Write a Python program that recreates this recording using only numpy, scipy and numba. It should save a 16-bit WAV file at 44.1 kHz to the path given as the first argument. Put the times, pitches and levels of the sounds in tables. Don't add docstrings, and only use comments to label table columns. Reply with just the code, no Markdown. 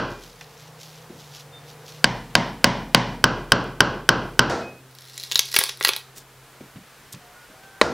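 import sys
import numpy as np
from scipy import signal
from scipy.fft import rfft, irfft
from scipy.io import wavfile
from scipy.ndimage import uniform_filter1d
from numba import njit

SR = 44100
rng = np.random.default_rng(int(sys.argv[2]) if len(sys.argv) > 2 else 0)


def dump_mix(stems):
    frames = np.atleast_2d(stems).T
    limited = np.clip(frames, -1, 1)
    pcm = np.round(limited * 32767).astype(np.int16)
    wavfile.write(sys.argv[1], SR, pcm)


def level_to_linear(level):
    exponent = np.asarray(level, float) / 20
    return 10 ** exponent


N = 349713

CUT_S, LEAD_S = 4.498, .25
LEAD = int(LEAD_S * SR)
M = N + LEAD
TIME = (np.arange(M) - LEAD) / SR

# [t/s, strength/dB, thud/dB, ring/dB, shed/dB]
SHALLOW_BLOWS = [
    (2.0426, -3.5, -1, 4.5, -3.5),
    (2.3526, -4, 0.1, 1.5, -0.32),
    (2.6427, -1.5, 3, 2, 0.59),
    (2.9466, 1, 2.5, -3, -0.5),
]
# [t/s, ring level/dB]
DEEP_BLOWS = [
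    (3.2408, 3.5),
    (3.5198, 3),
    (3.8053, 3.5),
    (4.0902, 4.5),
    (4.3924, 3),
]
# [t/s, strength/dB, thud/dB, ring/dB, shed/dB]
CLOSE_BLOWS = [
    (7.8137, -.5, 1, -7, -.5),
]
EARLIER_FAR = (-.045, 1.57, -3.5, 1.26, -4)
EARLIER_NEAR = (4.47, 0.1, 3, -4, 4)
DEEP_DB = 0.22
FREE_HZ, SEATED_HZ, CLOSE_HZ = 1576.6, 1510, 1080
SEATED_S, CHISEL_WIDTH_HZ = 2.8, 160

# [f/Hz, width/Hz, level/dB]
FAR_KNOCK = [(600, 300, -1), (1120, 400, -1), (2050, 430, -30), (4000, 800, -3), (5300, 1000, -2.5),
             (6500, 900, -10), (13000, 1800, -17)]
# [f/Hz, width/Hz, level/dB]
SHALLOW_KNOCK = [(660, 250, -1), (1000, 300, 0), (2100, 600, -1), (4000, 900, 1), (5300, 1000, .5),
                 (6500, 900, -6), (13500, 1500, -13)]
# [f/Hz, width/Hz, level/dB]
NEAR_KNOCK = [(420, 75, 3.5), (634, 55, 3), (1900, 700, -5), (2900, 900, -12), (3900, 500, -10),
              (5200, 1500, -15), (9000, 6000, -20), (215, 70, -4)]
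# [f/Hz, level/dB, T60/s]
FAR_BEAMS = [(40.93, -24, 1), (123.02, -12.5, 0.412), (183.87, -17, 0.378), (239.26, -11.5, 0.263),
             (411.3, -21, 0.37), (565.7, -15, 0.28), (1054, -19, 0.363), (1266, -35, 0.43),
             (1494, -28, 0.39), (954.2, -20.5, 0.45), (1992, -28, 0.444), (2957, -24.5, 0.373)]
# [f/Hz, level/dB, T60/s]
NEAR_BEAMS = [(60, -28, .3), (137.1, -44.5, .3), (260, -33, 0.85), (338, -27, 0.5), (471.8, -19.5, 0.5),
              (529, -29, 0.66), (815.3, -20.5, 0.19)]
# [f/Hz, level/dB, T60/s]
FAR_STEEL = [(2420, -33.5, .65), (4060, -35, .3), (4410, -33, .3), (7350, -45, .3), (2050, -32, .3),
             (1830, -35, .3)]
# [f/Hz, level/dB, T60/s]
NEAR_STEEL = [(2520, -39, .7)]
# [t/s, f/Hz, level/dB]
OVERTONE = [
    (2.04, 3050, 19),
    (2.35, 3050, 17),
    (2.64, 3050, 17),
    (2.95, 3100, 19),
    (3.24, 3100, 19.5),
    (4.4, 3080, 20),
    (7.8, 2900, 8),
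]
OVERTONE_WIDTH_HZ, OVERTONE_LATE_S = 480, .0007
PUNCH_HZ, PUNCH_T60_S, PUNCH_LATE_S, PUNCH_DB = 170, .045, .0033, -12

# [delay/s, level/dB]
FAR_WALLS = [(.0045, -14.5), (.0075, -19), (0.0124, -19)]
# [delay/s, level/dB]
NEAR_WALLS = [(.0021, -12), (.0036, -6), (.0057, -14), (.0085, -14)]
# [f/Hz, level/dB per Hz]
FAR_SHED = [(35, -51.5), (60, -14.5), (117, -8), (251, -6), (355, -5), (727, -7), (1080, -4.5), (1240, -8),
            (1560, -3.5), (1800, -19), (2350, -23), (2800, -17), (3250, -18), (3600, -26), (4300, -23),
            (5700, -26), (6500, -36), (15000, -74.5)]
# [f/Hz, level/dB per Hz]
SHALLOW_SHED = [(35, -46), (60, -8.5), (81, -20.5), (123, -6), (246, -4), (289, -10), (458, -11),
                (605, -10.5), (980, -3), (1240, -16), (1520, -11.5), (2100, -14.5), (2600, -23),
                (3050, -17), (3500, -22), (4510, -23), (5700, -24), (6600, -34), (15000, -62)]
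# [f/Hz, level/dB per Hz]
NEAR_SHED = [(35, -40), (60, -15), (200, -6), (480, -2.5), (577, -4), (648, 1), (1210, -9), (1360, -2.5),
             (2260, -19), (3300, -21), (4500, -19), (5820, -21), (15000, -51)]
# [f/Hz, T60/s]
SHED_T60 = [(60, 0.579), (250, 0.5186), (1000, 0.3895), (3000, 0.41), (7000, 0.35), (14000, 0.29)]

# [f/Hz, level/dB per Hz]
FAR_AIR = [(15, -57), (25, -22), (87, -15.5), (149, -12), (200, -17.5), (384, -19.5), (463, -8), (607, -18),
           (695, -14), (1890, -21.5), (6050, -30.5), (14800, -35.5), (16000, -36.5)]
# [f/Hz, level/dB per Hz]
NEAR_AIR = [(15, -50), (25, -4), (76, -12), (130, -5.5), (185, -12.5), (344, -12), (451, -7), (531, -10.5),
            (1610, -10), (2110, -13.5), (6210, -20.5), (14400, -24.5), (16000, -28.5)]
FAR_AIR_DB, NEAR_AIR_DB = -48, -51.5

# [t/s, length/s, f/Hz, level/dB]
THIN_TONES = [
    (1.1, 0.08, 3730, -64),
    (1.53, 0.08, 3625, -58),
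    (1.64, 0.06, 3650, -64),
    (1.85, .04, 3200, -64),
    (4.62, .11, 2520, -48.5),
    (4.73, .07, 2520, -57),
    (.02, .18, 2420, -57),
]
# [t/s, length/s, f/Hz, first partial level/dB, second partial level/dB]
COCK = [
    (7.21, .15, 716, -58, -68),
    (7.35, 0.112, 722, -69, -54.5),
    (7.49, .045, 785, -68, -58),
    (7.53, .27, 720, -68, -64),
    (7.55, .09, 765, -55, -70),
    (7.628, 0.206, 778, -56, -53),
    (7.49, .18, 640, -63, -75),
]
NOTE_EDGE_S = .025

# [t/s, peak level/dB, rise/s per 10 dB, fall/s per 10 dB]
RUSTLES = [(.12, -50, 0.021, .02), (.25, -47.5, 0.074, 0.0727), (.412, -49, 0.009, 0.0242),
           (.63, -52.5, 0.14, 0.03), (.68, -55.5, 0.0204, 0.03), (.816, -47, 0.0218, 0.056),
           (.944, -52.5, 0.09, 0.11), (1.204, -49, 0.0346, 0.0763), (1.358, -46.5, 0.042, .03),
           (1.704, -50, .04, .03), (1.89, -46, .045, .09), (1.395, -49, .015, .03)]
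CLOTH_TOP_DB = -10

# [t/s, f/Hz, level/dB]
FAR_MOTOR = [
    (0.3, 167.8, -57),
    (0.36, 168.3, -61),
    (0.408, 158, -51.5),
    (0.488, 146.1, -55.5),
    (0.578, 146.4, -52),
    (0.658, 154, -53),
    (1.132, 159, -51.5),
    (1.302, 144.3, -51),
    (1.55, 145.9, -52),
    (2.0, 150.8, -51),
]
# [t/s, f/Hz, level/dB]
NEAR_MOTOR = [
    (4.6, 130.8, -53),
    (5.3, 130.8, -53.5),
    (6.0, 132, -57.5),
    (6.5, 132, -58),
    (7.1, 133.1, -62.5),
    (7.9, 132.3, -70),
]
UNDERTONE_HZ, UNDERTONE_DB = 124, -58.5

# [t/s, peak level/dB, f/Hz, T60/s, tick level/dB]
BUMPS = [
    (.409, -44.5, 477, 0.064, 7),
    (1.0976, -33.5, 349, 0.179, -23.5),
    (6.167, -41, 400, 0.095, -10.5),
    (6.607, -31.5, 414, 0.107, -19.5),
    (6.758, -30.5, 260, 0.11, -14.5),
    (6.979, -60.5, 310, 0.118, -6.5),
    (7.1396, -31, 245, 0.091, -10.5),
    (7.498, -44, 275.4, 0.088, -8.5),
    (7.634, -44.5, 420, 0.092, -2),
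]

# [t/s, level/dB, length/s, centre f/Hz]
SCRAPES = [
    (6.178, -41, .017, 6500),
    (6.18, -40, .017, 12500),
    (6.21, -53, .015, 5500),
    (7.131, -38, .006, 7600),
    (7.131, -40, .006, 12500),
    (7.147, -47, .008, 4500),
    (5.985, -48, .025, 11500),
    (3.641, -52, .002, 9000),
    (6.063, -52, .002, 11000),
]

# [t/s, peak level/dB, body level/dB, top level/dB, ring f/Hz]
CRACKS = [(5.3147, -12, -10, -10, 4200), (5.319, -17, -10, -4, 4200), (5.3215, -8, -14, -18, 5500),
          (5.33, -22, -12, -2, 5500), (5.3467, -22, -14, -2, 6500), (5.3567, 2, -18, -13, 3850),
          (5.368, -19.5, -10, -4, 5000), (5.377, -17, -15, -2, 4200), (5.3922, 5, -18, -10, 3800),
          (5.394, -5, -18, -12, 5800), (5.403, -14, -20, -6, 5500), (5.5412, -14, -6, 0, 5000),
          (5.5435, -12, -6, -10, 5600), (5.5455, -15, -6, -10, 4000), (5.5515, -17, -13, -8, 5500),
          (5.5535, -16, -13, -4, 5500), (5.5628, -12, -10, 0, 6000), (5.564, -1, -4, -4, 5300),
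          (5.5662, 0, -6, -10, 2700), (5.5685, -8, -5, -14, 2300), (5.5755, -17, -6, -6, 5500),
          (5.5886, 1.5, -7, 4, 4900), (5.5928, -4, -6, -6, 5500), (5.599, -16, -10, 2, 5500),
          (5.604, -12, -10, -8, 4800), (5.607, -9, -5, -2, 3700), (5.6108, -10, -6, -4, 5500),
          (5.6135, -4, -5, -16, 3700), (5.638, -3, -8.5, 0, 4500), (5.665, -20, -5.5, -3, 3500),
          (5.6915, -16, -8, -6, 4000), (5.694, -15, -8, -11, 5000), (5.8102, -19, 6, -10, 3800),
          (5.8268, -13, -18, -8, 3600), (5.8375, -15, -14, -4, 5000), (5.8475, -9, -10, -2, 5000),
          (5.8491, 3.5, -6.5, -3, 4500), (5.86, -14, -6, -4, 5000), (5.87, -10, -6, -6, 5000),
          (5.8735, -8, -5, -6, 5000), (5.883, -10, -6, 2, 5000), (5.8905, 3.5, -6, -8, 3500),
          (5.9349, -10, -8, -12, 5200), (5.9637, -13, -10, 0, 4100)]
# [t/s, peak level/dB, top level/dB]
TICKS = [(4.9115, -42, 0), (4.9504, -38, 2), (4.9864, -29, -8), (5.009, -41, 3), (5.075, -37, -6),
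         (5.084, -35, -10), (5.098, -36, -6), (5.135, -37, -6), (5.2045, -28, -8), (5.22, -29, -6),
         (5.248, -29, -8), (5.0213, -33, -10), (5.0426, -35.5, -8), (5.0526, -36, -4), (5.1556, -37, -4),
         (5.1699, -29.5, -13), (5.1785, -16, -8), (5.1986, -23, -10), (5.2115, -27, -10), (5.2299, -25, -9),
         (5.2364, -20, -5.5), (5.3, -31.5, -9), (5.345, -26, -2), (5.4555, -24.5, 0), (5.4869, -26, -12),
         (5.5175, -23, 0), (5.7732, -32, 0), (5.8005, -33, 2)]
# [t/s, level/dB]
LEVERAGE = [
    (4.85, -59),
    (5.06, -39),
    (5.264, -32.5),
    (5.396, -38),
    (5.514, -24.5),
    (5.64, -14.5),
    (5.758, -45.5),
    (5.82, -30.5),
    (5.97, -60),
]
# [f/Hz, width/Hz, level/dB]
FIBRE = [(1744, 510, -11), (4100, 800, -0.5), (5600, 1100, -1.5), (8570, 5400, -12.5)]
# [f/Hz, width/Hz, level/dB]
CHIP = [(75, 75, -30), (410, 49, -3.5), (886, 690, -10), (1960, 900, -3.5)]
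TICK_BODY_DB, TICK_HZ = -21, 4200
RING_WIDTH_HZ, RING_DB = 500, 4
SNAP_T60_S, TOP_T60_S, SPIKE = .006, .004, 2.5
CRACK_ECHO_S, CRACK_ECHO_DB = .0036, -13
SPLINTER_LOW_HZ, SPLINTER_HIGH_HZ, SPLINTER_DB = 3300, 7000, -2
LOPSIDED = .08

LIMITER_LAG = 160
TOP_HZ = 15750
HISS_DB = -61
STRAY_DB = -45


def unit(x):
    return x / np.sqrt(np.mean(x ** 2))


def along(table, hz):
    f, v = np.transpose(table)
    return np.interp(np.log(np.maximum(hz, 1)), np.log(f), v)


def band(x, lo_hz, hi_hz):
    sos = signal.butter(2, [lo_hz, min(hi_hz, .45 * SR)], "band", fs=SR, output="sos")
    return signal.sosfilt(sos, x)


def resonate(x, peaks):
    out = 0
    for k, (hz, width_hz, db) in enumerate(peaks):
        b, a = signal.iirpeak(hz, hz / width_hz, SR)
        out = out + (-1) ** k * level_to_linear(db) * signal.lfilter(b, a, x)
    return out


def fade(t, t60):
    return np.exp(-np.log(1000) * t / max(t60, .002))


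def add(out, s, x):
    i = int(s * SR) + LEAD
    out[i:i + len(x)] += x[:M - i]


def walk(rate):
    k = int(SR / rate)
    steps = np.repeat(rng.standard_normal(size=4000), k)[:M]
    return 1.7 * uniform_filter1d(uniform_filter1d(steps, k), k)


def curve(table):
    s, *cols = np.transpose(table)
    gate = uniform_filter1d(1. * ((TIME > s[0]) & (TIME < s[-1])), size=600)
    return [np.interp(TIME, s, c) for c in cols] + [gate]


def grains(rate, spread_db, smear_s):
    sizes = level_to_linear(spread_db * np.minimum(rng.exponential(size=M), 3))
    clicks = (rng.random(M) < rate / SR) * sizes
    envelope = signal.lfilter([1], [1, -np.exp(-1 / (smear_s * SR))], clicks)
    return unit(envelope * rng.standard_normal(M))


def tone(hz, wobble, flutter_db, multiple=1):
    flutter = level_to_linear(flutter_db * walk(25))
    cycles = np.cumsum(hz * (1 + wobble * walk(30))) / SR
    return 2 ** .5 * flutter * np.sin(2 * np.pi * multiple * cycles)


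def note(s, length):
    return np.clip(np.minimum(TIME - s, s + length - TIME) / NOTE_EDGE_S + .5, 0, 1)


def blows(table, knock, walls, beams, shed, shed_db, rings, punch_db):
    out, t = np.zeros(M), np.arange(30000) / SR
    hz = np.fft.rfftfreq(len(t), 1 / SR)
    centres = 62 * 2 ** np.arange(0, 8.4, .5)
    colour = level_to_linear(along(shed, hz))
    shapes = [np.maximum(1 - 2 * abs(np.log2(np.maximum(hz, 1) / c)), 0) * colour for c in centres]
    same, rattle = rng.standard_normal((2, len(t)))
    when, over_hz, over_db = np.transpose(OVERTONE)
    for s, strength_db, thud_db, ring_db, wet_db in table:
        ring_hz = rings[0] if s < SEATED_S else rings[1]
        fresh, grit = rng.standard_normal((2, len(t)))
        push = -np.exp(-(t / .00004 - 3) ** 2)
        chatter = band(rattle + 0.45 * grit, 3500., 6400.) * np.exp(-(t / 0.001988) ** 2)
        contact = push + 0.291 * chatter
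        contact = contact + sum(level_to_linear(db) * np.roll(contact, int(lag * SR)) for lag, db in walls)
        post = resonate(contact, knock)
        chisel = resonate(contact, [(ring_hz, CHISEL_WIDTH_HZ, 0)])

        narrow = [(np.interp(s, when, over_hz), OVERTONE_WIDTH_HZ, 0)]
        late_push = np.roll(push, int(OVERTONE_LATE_S * SR))
        overtone = level_to_linear(np.interp(s, when, over_db)) * resonate(resonate(late_push, narrow), narrow)

        thud = 0
        for f, db, t60 in beams:
            level = level_to_linear(db + 1.1 * rng.standard_normal())
            onset = 1 - fade(t, 2.5 / f)
            thud = thud - level * np.sin(2 * np.pi * f * t) * fade(t, t60) * onset

        late = np.maximum(t - PUNCH_LATE_S, 0)
        kick = -level_to_linear(PUNCH_DB + punch_db) * np.sin(2 * np.pi * PUNCH_HZ * late) * fade(late, PUNCH_T60_S)

        echoes = rfft(same + 0.653 * fresh)
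        tail = sum(irfft(echoes * g, len(t)) * fade(t, along(SHED_T60, c)) for g, c in zip(shapes, centres))
        onset = 1 - fade(t, 0.0075)
        tail = tail / np.std(tail[:2000]) * onset

        sound = level_to_linear(16.5) * post + level_to_linear(ring_db + 23) * chisel + overtone + kick
        sound = sound + level_to_linear(thud_db - 9) * thud * onset + level_to_linear(wet_db + shed_db) * tail
        add(out, s, level_to_linear(strength_db + 5.5) * sound)
    return out


def air(spectrum, db):
    hz = np.fft.rfftfreq(M, 1 / SR)
    noise = rfft(rng.standard_normal(M)) * level_to_linear(along(spectrum, hz))
    swell = walk(1.11)
    octave = np.log2(np.maximum(hz, 1) / 22)
    out = np.zeros(M)
    for k in range(11):
        flicker = level_to_linear((.6 * swell + 0.54 * walk(9.7)) * (1.5 - k / 12))
        out += irfft(noise * np.maximum(1 - abs(octave - k), 0), M) * flicker
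    return level_to_linear(db) * out / np.std(band(out, 140.0, 16000.))


def calls_and_rings():
    out = np.zeros(M)
    for s, length, hz, first_db, second_db in COCK:
        first = level_to_linear(first_db) * tone(hz, 0.005, 2.6)
        second = level_to_linear(second_db + .1) * tone(hz, 0.004, 2.4, multiple=2)
        out += note(s, length) * (first + second)
    for s, length, hz, db in THIN_TONES:
        out += note(s, length) * level_to_linear(db) * tone(hz, 0.0023, 2.9)
    return out


def rustles():
    cloth = grains(rate=2500., spread_db=3, smear_s=.0008)
    middle = unit(band(cloth, 2787.0, 7000.0))
    top = unit(band(cloth, 7000.0, 12500.0))
    swell = np.zeros(M)
    for s, db, rise, fall in RUSTLES:
        swell += level_to_linear(db + 2.5 - 10 * np.maximum((s - TIME) / rise, (TIME - s) / fall))
    return swell * (middle + level_to_linear(CLOTH_TOP_DB) * top)


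def motor(table):
    hz, db, _ = curve(table)
    return level_to_linear(db + 1.0) * (tone(hz, 0.0059, 1.1) + level_to_linear(-14) * tone(hz, 0.022, 4., multiple=3))


def bumps():
    out, t = np.zeros(M), np.arange(13000) / SR
    for s, peak_db, hz, t60, tick_db in BUMPS:
        grit = rng.standard_normal(len(t))
        body = np.sin(2 * np.pi * hz * t) * fade(t, 0.28 * t60)
        body = body + 0.413 * np.sin(2 * np.pi * 0.6 * hz * t) * fade(t, t60)
        rumble = 0.374 * unit(band(grit, 122.0, 0.996 * hz)) * fade(t, 2.09 * t60)
        tick = level_to_linear(tick_db) * unit(band(grit, 830.0, 3250.0)) * fade(t, 0.065)
        add(out, s, -level_to_linear(peak_db + 1.5) * (body + rumble + tick) * (1 - fade(t, 0.0119)))
    return out


def scrapes():
    grit = grains(rate=2400.0, spread_db=5.5, smear_s=0.00104)
    out = np.zeros(M)
    for s, db, length, hz in SCRAPES:
        swish = unit(band(grit, 0.518 * hz, 1.61 * hz))
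        out += level_to_linear(db) * np.exp(-((TIME - s) / length) ** 2) * swish
    return out


def splitting():
    out, t = np.zeros(M), np.arange(2600) / SR
    ticks = [(s, db, TICK_BODY_DB, top_db, TICK_HZ) for s, db, top_db in TICKS]
    for s, peak_db, body_db, top_db, hz in CRACKS + ticks:
        noise = rng.standard_normal(len(t))
        jolt = SPIKE * (t == 0)
        grit = jolt + noise * (fade(t, SNAP_T60_S) + 0.055 * fade(t, 0.1))
        grit = grit + level_to_linear(CRACK_ECHO_DB) * np.roll(grit, int(CRACK_ECHO_S * SR))
        bright = jolt + noise * (fade(t, TOP_T60_S) + 0.09 * fade(t, 0.07))
        mid = level_to_linear(SPLINTER_DB) * band(grit, SPLINTER_LOW_HZ, SPLINTER_HIGH_HZ)
        mid = mid + resonate(grit, [(hz, RING_WIDTH_HZ, RING_DB)])
        body = resonate(grit, CHIP)
        top = band(bright, 7400.0, 16000.0) + 0.8 * band(bright, 9300.0, 12000.0)
        mid, body, top = (part / abs(part).max() for part in (mid, body, top))
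        snap = level_to_linear(peak_db + 0.5) * (mid + level_to_linear(body_db + 1.0) * body + level_to_linear(top_db + 3.5) * top)
        add(out, s, snap + LOPSIDED * snap ** 2)

    load_db, gate = curve(LEVERAGE)
    sizzle = grains(rate=1500., spread_db=3.5, smear_s=.0012)
    splinters = unit(resonate(sizzle, FIBRE)) + level_to_linear(-9.5) * unit(band(sizzle, 11000.0, 15000.))
    out += gate * level_to_linear(load_db - 12.5) * splinters

    t = np.arange(12000) / SR
    boards = band(rng.standard_normal(len(t)), 320.0, 8500.0) * fade(t, 0.25)
    return out + level_to_linear(-35.5) * signal.fftconvolve(out, boards)[:M]


@njit
def limit(x, top, slope, attack, release, lag):
    y, e = np.empty(len(x)), 0.
    for i in range(len(x)):
        a = abs(x[max(i - lag, 0)])
        e += (a - e) * (attack if a > e else release)
        y[i] = x[i] * (top / max(e, top)) ** slope
    return y


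def camera(x):
    x = limit(x, level_to_linear(-20.0), 0.141, 1 / (0.034 * SR), 1 / (.35 * SR), LIMITER_LAG)
    x = limit(x, level_to_linear(-19), 0.641, 1 / (0.00575 * SR), 1 / (.065 * SR), LIMITER_LAG)
    return np.clip(x, -1, 1)


def scene():
    small = rustles() + scrapes() + bumps() + calls_and_rings()
    deep = [(s, DEEP_DB, DEEP_DB, ring_db, DEEP_DB) for s, ring_db in DEEP_BLOWS]
    rings = (FREE_HZ, SEATED_HZ)
    far_modes = FAR_BEAMS + FAR_STEEL
    far = blows([EARLIER_FAR] + deep, FAR_KNOCK, FAR_WALLS, far_modes, FAR_SHED,
                shed_db=-17.5, rings=rings, punch_db=-3)
    far += blows(SHALLOW_BLOWS, SHALLOW_KNOCK, FAR_WALLS, far_modes, SHALLOW_SHED,
                 shed_db=-16.0, rings=rings, punch_db=-2.5)
    far += motor(FAR_MOTOR) + level_to_linear(UNDERTONE_DB) * tone(UNDERTONE_HZ, 0.0064, 1.9)
    far += air(FAR_AIR, FAR_AIR_DB)
    near = blows([EARLIER_NEAR] + CLOSE_BLOWS, NEAR_KNOCK, NEAR_WALLS, NEAR_BEAMS + NEAR_STEEL, NEAR_SHED,
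                 shed_db=-23, rings=(CLOSE_HZ, CLOSE_HZ), punch_db=-20)
    near += splitting() + motor(NEAR_MOTOR) + air(NEAR_AIR, NEAR_AIR_DB)
    mono = np.where(TIME < CUT_S, camera(far + small), camera(near + small))[LEAD:]
    return np.array([mono, mono])


def band_limit(x):
    return signal.sosfilt(signal.butter(12, 16470, fs=SR, output="sos"), x)


def record(dry):
    dry = signal.sosfilt(signal.ellip(8, .2, 40, TOP_HZ, fs=SR, output="sos"), dry)
    dry = signal.sosfilt(signal.butter(2, 32., "high", fs=SR, output="sos"), dry)
    dry = np.clip(dry, -1, 1)
    trace = level_to_linear(HISS_DB) * band(rng.standard_normal(N), 30., 15800.)
    trace = trace + level_to_linear(STRAY_DB) * dry[0] * walk(40)[:N]
    return band_limit(dry + np.array([trace, -trace]))


dry = scene()
out = record(dry)
dump_mix(out)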